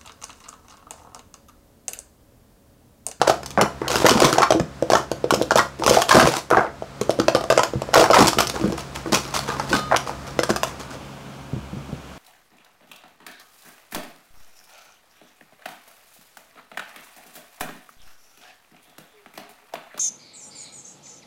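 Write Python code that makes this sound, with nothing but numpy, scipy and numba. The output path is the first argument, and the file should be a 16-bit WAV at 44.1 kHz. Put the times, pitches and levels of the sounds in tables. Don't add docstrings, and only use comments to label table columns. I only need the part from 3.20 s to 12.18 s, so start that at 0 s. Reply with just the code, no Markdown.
import sys
import numpy as np
from scipy import signal
from scipy.fft import rfft, irfft
from scipy.io import wavfile
from scipy.ndimage import uniform_filter1d, minimum_filter1d
from numba import njit

SR = 44100
rng = np.random.default_rng(int(sys.argv[2]) if len(sys.argv) > 2 else 0)


def file_out(sig):
    cols = np.atleast_2d(sig).T
    lim = np.clip(cols, -1, 1)
    pcm = np.round(lim * 32767).astype(np.int16)
    wavfile.write(sys.argv[1], SR, pcm)


N = 396018
TIME = np.arange(N) / SR


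def undb(db):
    return 10 ** (np.asarray(db) / 20)


def unit(x):
    return x / np.sqrt(np.mean(x ** 2) + 1e-20)


def blow(x):
    return x * np.sqrt(SR / 200 / (np.sum(x ** 2) + 1e-20))


def add(out, s, x):
    i = max(int(s * SR), 0)
    out[i:i + len(x)] += x[:max(len(out) - i, 0)]


def fade(t, t60):
    return np.exp(-np.log(1000) * t / t60)


def ring(t, hz, t60):
    return np.sin(2 * np.pi * hz * t) * fade(t, t60)


def through(x, response):
    return signal.fftconvolve(x, response)[:len(x)]


def colour(points, size=512):
    hz, db = np.transpose(points)
    bins_hz = np.arange(size // 2 + 1) * SR / size
    gain = undb(np.interp(np.log(bins_hz + 1), np.log(hz), db))
    cepstrum = irfft(np.log(gain))
    cepstrum[1:size // 2] *= 2
    cepstrum[size // 2 + 1:] = 0
    return irfft(np.exp(rfft(cepstrum)))


def resonator(modes):
    t = TIME[:SR // 2]
    return sum(undb(db) * ring(t, hz, t60) * 2 * np.log(1000) / (t60 * SR) for hz, db, t60 in modes)


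def walk(rate):
    knots = rng.standard_normal(int(N / SR * rate) + 2)
    return np.interp(TIME * rate, np.arange(len(knots)), knots)


# frequency in Hz, relative level in dB.
AIR_OPEN = [(25, -31), (50, 10), (90, 1.5), (200, 1.5), (350, -2.5), (650, -4), (1300, -5), (1900, -11.5),
            (3000, -16), (5000, -18), (8000, -23.5), (12000, -33), (15500, -35)]
# frequency in Hz, relative level in dB.
AIR_SCREENED = [(30, -18), (60, -4), (100, -11.5), (200, -5), (300, -9), (450, -12.5), (620, -11.5),
                (1100, -14), (1500, -16), (1900, -24.5), (2250, -20.5), (3100, -21.5), (3900, -27),
                (6500, -30), (15000, -43)]
TIMER_UP_S = [7.57, 7.9]
# multiple of the blade rate, rms level in dB before the moves of FAN_PATH.
BLADE_TONES = [(1, -47.5), (2, -42), (3, -48), (4, -49.5), (7, -90), (8, -52.5), (10, -55)]
# time in seconds, gain of the air in dB, of the upper tones in dB, of the lowest tone in dB.
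FAN_PATH = [(0, -1, 0.5, 5), (3.5, 0, -0.5, 0), (5.2, 6.5, 2.5, -13), (5.7, 0, -4, 4),
            (6.5, 2.5, 3.5, -0.5), (7.4, 0, -2, 6), (7.9, -1.5, -4, -28), (8.4, -3.5, -3, 7),
            (9, -2, -8, -2)]
BLADE_HZ = 68


def fan(air_db=-38):
    s, *columns = np.transpose(FAN_PATH)
    air, upper, lowest = (undb(np.interp(TIME, s, column)) for column in columns)
    phase = 2 * np.pi * np.cumsum(BLADE_HZ * (1 + 0.00324 * walk(3))) / SR
    tones = []
    for multiple, db in BLADE_TONES:
        start = 2 * np.pi * rng.random()
        tones.append(np.sqrt(2) * undb(db) * np.sin(round(multiple) * phase + start))
    free = unit(through(rng.standard_normal(N), colour(AIR_OPEN, size=4096)))
    screened = unit(through(rng.standard_normal(N), colour(AIR_SCREENED, size=4096)))
    cover = np.interp(TIME, TIMER_UP_S, [0, 1])
    rush = np.sqrt(1 - cover) * free + np.sqrt(cover) * screened
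    rush = rush * undb(0.2 * walk(19))
    return lowest * tones[0] + upper * sum(tones[1:]) + undb(air_db) * air * rush


def hollow(t, hz, cycles, rise_s):
    return ring(t, hz, cycles / hz) * (1 - np.exp(-t / rise_s))


# centre of its tuning in Hz, relative level in dB, t60 in seconds at a sustain of 1.
WALL = [(851, 2, 0.019), (1065, 4, 0.037), (1214, -4, 0.046), (1340, 1.5, 0.027), (1515, 0, 0.026),
        (1745, -5.5, 0.021), (1960, -9.5, 0.023), (2354, -10, 0.012)]


def wall(t, sustain=1):
    hz, db, t60 = np.transpose(WALL)[:, :, None]
    strike, grip = rng.standard_normal((2, len(WALL), 1))
    modes = undb(db) * strike * ring(t, hz * (1 + 0.054 * grip), sustain * t60)
    return np.sum(modes, axis=0)


def tick(t, ring_t60=0.017, snap_t60=0.002, snap_db=1, count=30):
    t = t[:SR // 40]
    hz = 2000 * 7 ** rng.random((count, 1))
    modes = np.sum(rng.standard_normal((count, 1)) * ring(t, hz, ring_t60), axis=0)
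    snap = rng.standard_normal(len(t)) * fade(t, snap_t60)
    return blow(modes) + undb(snap_db) * blow(snap)


# frequency in Hz, relative level in dB.
RIM = [(1200, -7), (2100, -1), (3000, 6.5), (3900, 4), (5300, 9.5), (7000, 5.5), (9000, 0.5), (12000, -2.5),
       (15500, -7)]
CONTACTS = {"flat": (-1, -22, -25.5, 5000, 0.5), "tilted": (1.5, -11.5, -10.5, 6500, 1.3),
            "stack": (0, -8, -12, 7000, 1), "nest": (-1, -7, -27.5, 4000, 1),
            "edge": (0.5, 1, -1, 15001, 1), "clack": (-9, 0, -12.5, 6000, 2),
            "side": (-6, -0.5, -8, 12000, 1), "rim": (-7.5, -9, 0, 15000, 0.9)}
# start in seconds, strength in dB before the contact's shares, hollow pitch in Hz, contact.
KNOCKS = [ (0.0159, -2.5, 764, "stack"), (0.0778, -4, 560, "tilted"), (0.0979, -0.5, 600, "stack"),
          (0.2319, -29.5, 433, "edge"), (0.2608, -23.5, 770, "rim"), (0.306, -27.5, 450, "rim"),
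          (0.3756, -6.5, 706, "nest"), (0.4123, -11, 810, "edge"), (0.4192, -7.5, 432, "stack"),
          (0.617, -15, 430, "nest"), (0.6807, -19, 593, "rim"), (0.7569, -15.5, 420, "edge"),
          (0.8207, -19, 766, "tilted"), (0.8447, 0, 436, "flat"), (0.851, -5.5, 530, "nest"),
          (0.8642, -3, 547, "edge"), (0.8864, -2.5, 720, "side"), (0.894, -4, 714, "rim"),
          (0.9154, -4.5, 382, "stack"), (1.0027, -10, 670, "edge"), (1.019, -3, 535, "tilted"),
          (1.0448, 1.5, 600, "edge"), (1.1283, -9, 317, "edge"), (1.183, 0, 726, "tilted"),
          (1.2198, -3, 715, "clack"), (1.23, 1.5, 835, "clack"), (1.3057, -1.5, 605, "tilted"),
          (1.3218, -3.5, 660, "stack"), (1.349, -6, 400, "flat"), (1.398, -11, 580, "stack"),
          (1.6245, -6.5, 523, "flat"), (1.7016, -9, 690, "tilted"), (1.7337, 1, 683, "stack"),
          (1.7527, -0.5, 620, "clack"), (1.9157, -12, 527, "tilted"), (2.0419, -6.5, 476, "flat"),
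          (2.1067, -6.5, 677, "side"), (2.1239, -7, 354, "flat"), (2.138, -8, 510, "tilted"),
          (2.1442, -17.5, 404, "rim"), (2.2141, -7.5, 480, "flat"), (2.222, -22.5, 520, "rim"),
          (2.308, -7, 667, "clack"), (2.3187, -10, 583, "stack"), (2.3571, -1.5, 593, "tilted"),
          (2.375, -10, 714, "edge"), (2.3839, -6, 875, "clack"), (2.3921, -2, 630, "clack"),
          (2.6368, -19, 800, "edge"), (2.6635, -12, 417, "edge"), (2.678, -9.5, 634, "side"),
          (2.6959, -8, 554, "rim"), (2.71, 3.5, 510, "flat"), (2.7709, 9, 696, "flat"),
          (2.8193, -7, 780, "edge"), (2.8924, -8.5, 563, "rim"), (2.91, 4.5, 845, "clack"),
          (2.9265, -2.5, 616, "side"), (2.9471, 0, 382, "stack"), (2.9688, -4, 557, "stack"),
          (2.997, 9.5, 666, "side"), (3.0272, -2.5, 458, "tilted"), (3.0745, -5, 480, "tilted"),
          (3.1804, -19, 690, "side"), (3.3035, -18.5, 720, "edge"), (3.3119, -4, 610, "nest"),
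          (3.3705, 5, 740, "nest"), (3.6225, -15, 620, "flat"), (3.813, -11.5, 426, "tilted"),
          (3.8947, -3.5, 572, "flat"), (3.9061, -22, 413, "rim"), (3.989, -9.5, 500, "flat"),
          (3.999, -7, 330, "stack"), (4.0823, 1, 590, "stack"), (4.1492, -1, 525, "stack"),
          (4.163, -11, 715, "tilted"), (4.21, -17, 576, "stack"), (4.2396, -16.5, 670, "stack"),
          (4.3018, 3.5, 593, "stack"), (4.3093, -5.5, 586, "stack"), (4.3245, -4, 550, "stack"),
          (4.3765, 2, 574, "stack"), (4.3931, -2.5, 590, "clack"), (4.434, -11, 590, "edge"),
          (4.5356, -12, 467, "flat"), (4.619, -15, 554, "stack"), (4.6892, -18.5, 563, "flat"),
          (4.734, -17, 650, "stack"), (4.74, -3, 720, "edge"), (4.7555, -1, 745, "clack"),
          (4.7743, 6.5, 594, "stack"), (4.7958, 5.5, 545, "stack"), (4.8075, -3, 544, "tilted"),
          (4.9017, 2.5, 595, "nest"), (4.9106, 0, 605, "stack"), (4.9327, 0.5, 650, "clack"),
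          (4.9428, 0.5, 610, "side"), (4.9701, 0, 825, "nest"), (5.0238, -6, 372, "tilted"),
          (5.0713, -8, 560, "rim"), (5.081, -5.5, 880, "rim"), (5.1312, -18, 850, "edge"),
          (5.172, -11, 373, "flat"), (5.186, -7, 694, "edge"), (5.205, -9, 840, "edge"),
          (5.2712, -16.5, 413, "rim"), (5.298, -17.5, 404, "rim"), (5.4391, -16.5, 560, "nest"),
          (5.523, -20, 446, "tilted"), (5.8595, -21.5, 382, "nest"), (5.9215, -18, 320, "stack"),
          (6.301, -21, 750, "clack"), (6.3975, -16.5, 594, "clack"), (6.5297, -10.5, 487, "clack"),
          (6.721, -11, 730, "flat"), (6.763, -12.5, 640, "rim"), (7.191, -8, 503, "stack"),
          (7.2335, -17.5, 535, "edge"), (7.303, -9.5, 350, "stack"), (7.3616, -21, 724, "edge"),
          (7.4329, -17.5, 623, "edge")]


def knocks(cycles=9.1, rise_s=0.0009, under_db=-7, under_cycles=8.9, rock_s=0.0036, rock_db=-4,
           hollow_db=0, wall_db=0, tick_db=-1.5, rebound_s=0.012, rebound_db=-13):
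    out, t = np.zeros(N), TIME[:SR // 12]
    for s, db, hz, contact in KNOCKS:
        air_db, shell_db, rim_db, dull_hz, sustain = CONTACTS[contact]
        rim = signal.lfilter(*signal.butter(1, dull_hz, fs=SR), colour(RIM))
        air_gain = undb(db + air_db + hollow_db)
        wall_gain = undb(db + shell_db + wall_db)
        tick_gain = undb(db + rim_db + tick_db)
        damping, seat, tilt, spring = rng.standard_normal(4)
        pop = blow(hollow(t, hz, cycles * np.exp(0.3 * damping), rise_s))
        under = blow(hollow(t, 0.705 * hz * np.exp(0.13 * seat), under_cycles, rise_s))
        add(out, s, air_gain * blow(pop + undb(under_db) * under))
        bounce_s = rebound_s * np.exp(0.3 * spring)
        for late, loss_db in ((0, 0), (bounce_s, rebound_db)):
            add(out, s + late, undb(loss_db) * wall_gain * blow(wall(t, sustain)))
            add(out, s + late, undb(loss_db) * tick_gain * blow(through(tick(t), rim)))
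        far_s = s + rock_s * np.exp(0.5 * tilt)
        add(out, far_s, undb(rock_db) * tick_gain * blow(through(tick(t), rim)))
    return out


# frequency in Hz, relative gain at the peak in dB, t60 in seconds.
TABLE = [(76, -9, .07), (130.3, 28.5, 0.21), (160.5, 26, 0.17), (225.6, 20, 0.13)]


def table(cups, db=-22):
    return undb(db) * through(cups, resonator(TABLE))


def slips(rate, spread_db):
    size = undb(spread_db * np.minimum(rng.exponential(size=N), 4))
    sign = rng.choice([-1, 1], N)
    return size * sign * (rng.random(N) < rate / SR)


def chatter(pitch, rate=150, scatter=0.648, cycles=15.5, spread_db=15):
    air, shell, rims = np.zeros((3, N))
    t = TIME[:SR // 20]
    walls = [blow(wall(t)) for _ in range(32)]
    ticks = [blow(tick(t)) for _ in range(32)]
    for k, (late, depth, force, spot) in enumerate(rng.random((int(rate * N / SR), 4))):
        s = (k + late) / rate
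        size = undb(spread_db * force)
        hz = pitch[min(int(s * SR), N - 1)] * np.exp(scatter * (2 * depth - 1))
        add(air, s, size * blow(hollow(t, hz, cycles, 0.00028)))
        add(shell, s, size * walls[int(spot * len(walls))])
        add(rims, s, size * ticks[int(spot * len(ticks))])
    return unit(air), unit(shell), unit(rims)


# frequency in Hz, relative level in dB.
SCRAPE = [(1100, 2), (2000, 2.5), (3100, 0.5), (3900, 0.5), (5300, 2.5), (7000, -0.5), (9000, -5.5),
          (12000, -11), (15500, -17)]
RUBS = {"loose": (0, -4.5, -9.5), "snug": (0, -1, -25), "graze": (0, -0.9, 0), "brush": (-3, -2.2, 0.71),
        "mat": (0, -21, -17)}
# start in seconds, length in seconds, strength in dB before the rub's shares,
# hollow pitch in Hz around which the bumps scatter, rub.
SLIDES = [(0.02, 0.068, -25, 784, "snug"), (0.071, 0.03, -12, 600, "loose"),
          (0.379, 0.052, -14.5, 540, "snug"), (0.612, 0.067, -30, 545, "snug"),
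          (0.698, 0.12, -26, 513, "graze"), (0.844, 0.021, -10.5, 553, "loose"),
          (0.897, 0.08, -12.5, 457, "loose"), (1.02, 0.058, -7.5, 452, "loose"),
          (1.091, 0.078, -18, 470, "loose"), (1.176, 0.043, -13.5, 740, "snug"),
          (1.713, 0.065, -15.5, 612, "loose"), (2.14, 0.07, -25.5, 335, "mat"),
          (2.355, 0.029, -12, 700, "loose"), (2.587, 0.06, -20.5, 507, "mat"),
          (2.674, 0.13, -16, 513, "graze"), (2.884, 0.045, -12.5, 624, "graze"),
          (2.94, 0.13, -6.5, 460, "loose"), (3.062, 0.12, -21.5, 496, "graze"),
          (3.31, 0.035, -8, 637, "snug"), (3.372, 0.058, -12, 613, "snug"), (4.16, 0.073, -31, 536, "snug"),
          (4.31, 0.14, -26, 596, "loose"), (4.756, 0.079, -2.5, 550, "loose"),
          (4.94, 0.079, -3.5, 520, "loose"), (5.045, 0.048, -25.5, 414, "graze"),
          (5.182, 0.031, -20, 574, "graze"), (5.34, 0.04, -23, 617, "loose"),
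          (5.41, 0.098, -22.5, 338, "mat"), (5.574, 0.022, -34, 442, "brush"),
          (5.745, 0.022, -34, 570, "graze"), (5.86, 0.015, -27, 413, "mat"),
          (5.92, 0.045, -19.5, 292, "brush"), (6.03, 0.51, -42.5, 500, "graze"),
          (6.139, 0.032, -24, 763, "brush"), (6.278, 0.055, -29.5, 790, "snug"),
          (6.49, 0.014, -36, 372, "brush"), (6.532, 0.045, -27.5, 357, "graze"),
          (6.712, 0.03, -15.5, 787, "snug"), (6.863, 0.028, -25.5, 580, "loose"),
          (7.065, 0.021, -39, 640, "graze"), (7.29, 0.0058, -19.5, 380, "loose"),
          (7.46, 0.043, -42.5, 580, "graze"), (7.593, 0.034, -40, 535, "brush"),
          (7.695, 0.044, -33, 386, "loose")]


def slides(rise_s=0.0033, stop_t60=0.16, hollow_db=-1, wall_db=-1, hiss_db=-1, uneven_db=3.0):
    force = np.zeros((3, N))
    pitch = np.full(N, float(SLIDES[0][3]))
    for s, length, db, hz, rub in SLIDES:
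        t = TIME[:int((length + stop_t60) * SR)]
        shape = np.minimum(t / rise_s, 1) * fade(np.maximum(t - length, 0), stop_t60)
        pitch[int(s * SR):] = hz
        for row, share_db in zip(force, RUBS[rub]):
            add(row, s, undb(db + share_db) * shape)
    air, shell, rims = chatter(pitch)
    rubbing = unit(slips(rate=5000, spread_db=-0.5)) + rims
    grit = unit(through(rubbing, colour(SCRAPE))) * undb(uneven_db * walk(130))
    hollows = undb(hollow_db) * force[0] * air
    walls = undb(wall_db) * force[1] * shell
    return hollows + walls + undb(hiss_db) * force[2] * grit


def airborne(depth_db=-6, flight_s=0.0065):
    dip = np.zeros(N)
    for s, db, _, _ in KNOCKS:
        hardness = np.clip(undb(db + 3.0), 0, 1)
        add(dip, s - flight_s, hardness * np.hanning(int(0.88 * flight_s * SR)))
    return undb(depth_db * np.minimum(dip, 1))


# start in seconds, strength of the lowest mode in dB, its pitch in Hz.
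THUDS = [(0.378, -13, 202), (0.42, -9, 204), (0.955, -4, 229), (1.047, -0.5, 154), (1.355, -5, 330),
         (1.405, -7, 166), (2.69, -12, 229), (2.952, 1.5, 349), (2.975, 2, 236), (3.046, 0.5, 157),
         (4.556, -9.5, 130), (5.020, -1.5, 219), (5.041, -8.5, 145), (5.398, -21.5, 330), (5.443, -8, 201),
         (5.487, -17, 193), (5.524, -18, 327), (5.925, -13.5, 232), (6.513, -17, 350), (6.539, -10.5, 280),
         (7.313, -34, 327), (8.333, -15.5, 155), (8.364, -18.5, 129), (8.531, -22.5, 194),
         (8.569, -22.5, 143), (8.691, -28, 210), (8.729, -19, 159)]
THUD_T60_S = 0.086


def thuds(second_db=-6, third_db=-10):
    out, t = np.zeros(N), TIME[:SR // 5]
    for s, db, hz in THUDS:
        low = hollow(t, hz, hz * THUD_T60_S, 0.00043)
        second = undb(second_db) * ring(t, 1.507 * hz, 0.81 * THUD_T60_S)
        third = undb(third_db) * ring(t, 2.53 * hz, 0.55 * THUD_T60_S)
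        add(out, s, undb(db) * (low + second + third))
    return out


# frequency in Hz, relative level in dB, t60 in seconds.
METAL = [(1240, 8.5, 1), (3000, -1, 0.43), (3640, -5, 0.76), (4129, -0.5, 0.59), (4960, -9, 0.73)]
METAL_AT_S = 6.529


def metal(db=-32):
    out, t = np.zeros(N), TIME[:SR]
    add(out, METAL_AT_S, sum(undb(db + mode_db) * ring(t, hz, t60) for hz, mode_db, t60 in METAL))
    return out


# frequency in Hz, relative gain at the peak in dB, t60 in seconds.
NEIGHBOURS = [(336.7, 10.5, 0.22), (426, 3.5, 0.29), (573, -11, 0.63), (675, 12, 0.36), (1224, 1, 0.26),
              (1330, -5, 0.22), (1530, 4, 0.41), (3500, -12, .2), (5390, 3, 0.072), (6105, -16, .15)]


def room(x, t60=0.25, wet_db=-9, ring_db=-11):
    t = TIME[:SR // 2]
    density = np.minimum(0.012 + 8 * t, 1)
    echoes = rng.standard_normal(len(t)) * (rng.random(len(t)) < density) / np.sqrt(density)
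    tail = echoes * (t > 0.004) * fade(t, t60)
    tail = undb(wet_db) * tail / np.linalg.norm(tail)
    return x + through(x, tail + undb(ring_db) * resonator(NEIGHBOURS))


def scene(cup_low_hz=105):
    no_bass = signal.butter(2, cup_low_hz, "high", fs=SR, output="sos")
    cups = signal.sosfilt(no_bass, knocks() + slides() * airborne())
    return (room(cups + table(cups) + thuds() + metal()) + fan())[None]


@njit
def peak_follower(x, release):
    out, e = np.empty(len(x)), 0.
    for i in range(len(x)):
        e = max(abs(x[i]), e * release)
        out[i] = e
    return out


TOP_HZ = 15720


def record(dry, low_hz=52, threshold_db=-16, squeeze=0.46, release_s=0.37):
    x = signal.sosfilt(signal.butter(3, low_hz, "high", fs=SR, output="sos"), dry[0])
    loudness = np.sqrt(np.abs(uniform_filter1d(x ** 2, size=441)))
    held = peak_follower(loudness, np.exp(-1 / (release_s * SR)))
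    x = x * np.maximum(held / undb(threshold_db), 1) ** -squeeze
    limit = 1 / np.maximum(np.abs(x) / 0.93, 1)
    x = x * uniform_filter1d(minimum_filter1d(limit, size=65), size=65)
    return signal.sosfilt(signal.ellip(10, 0.2, 80, TOP_HZ, fs=SR, output="sos"), x)[None]


dry = scene()
out = record(dry)
file_out(out)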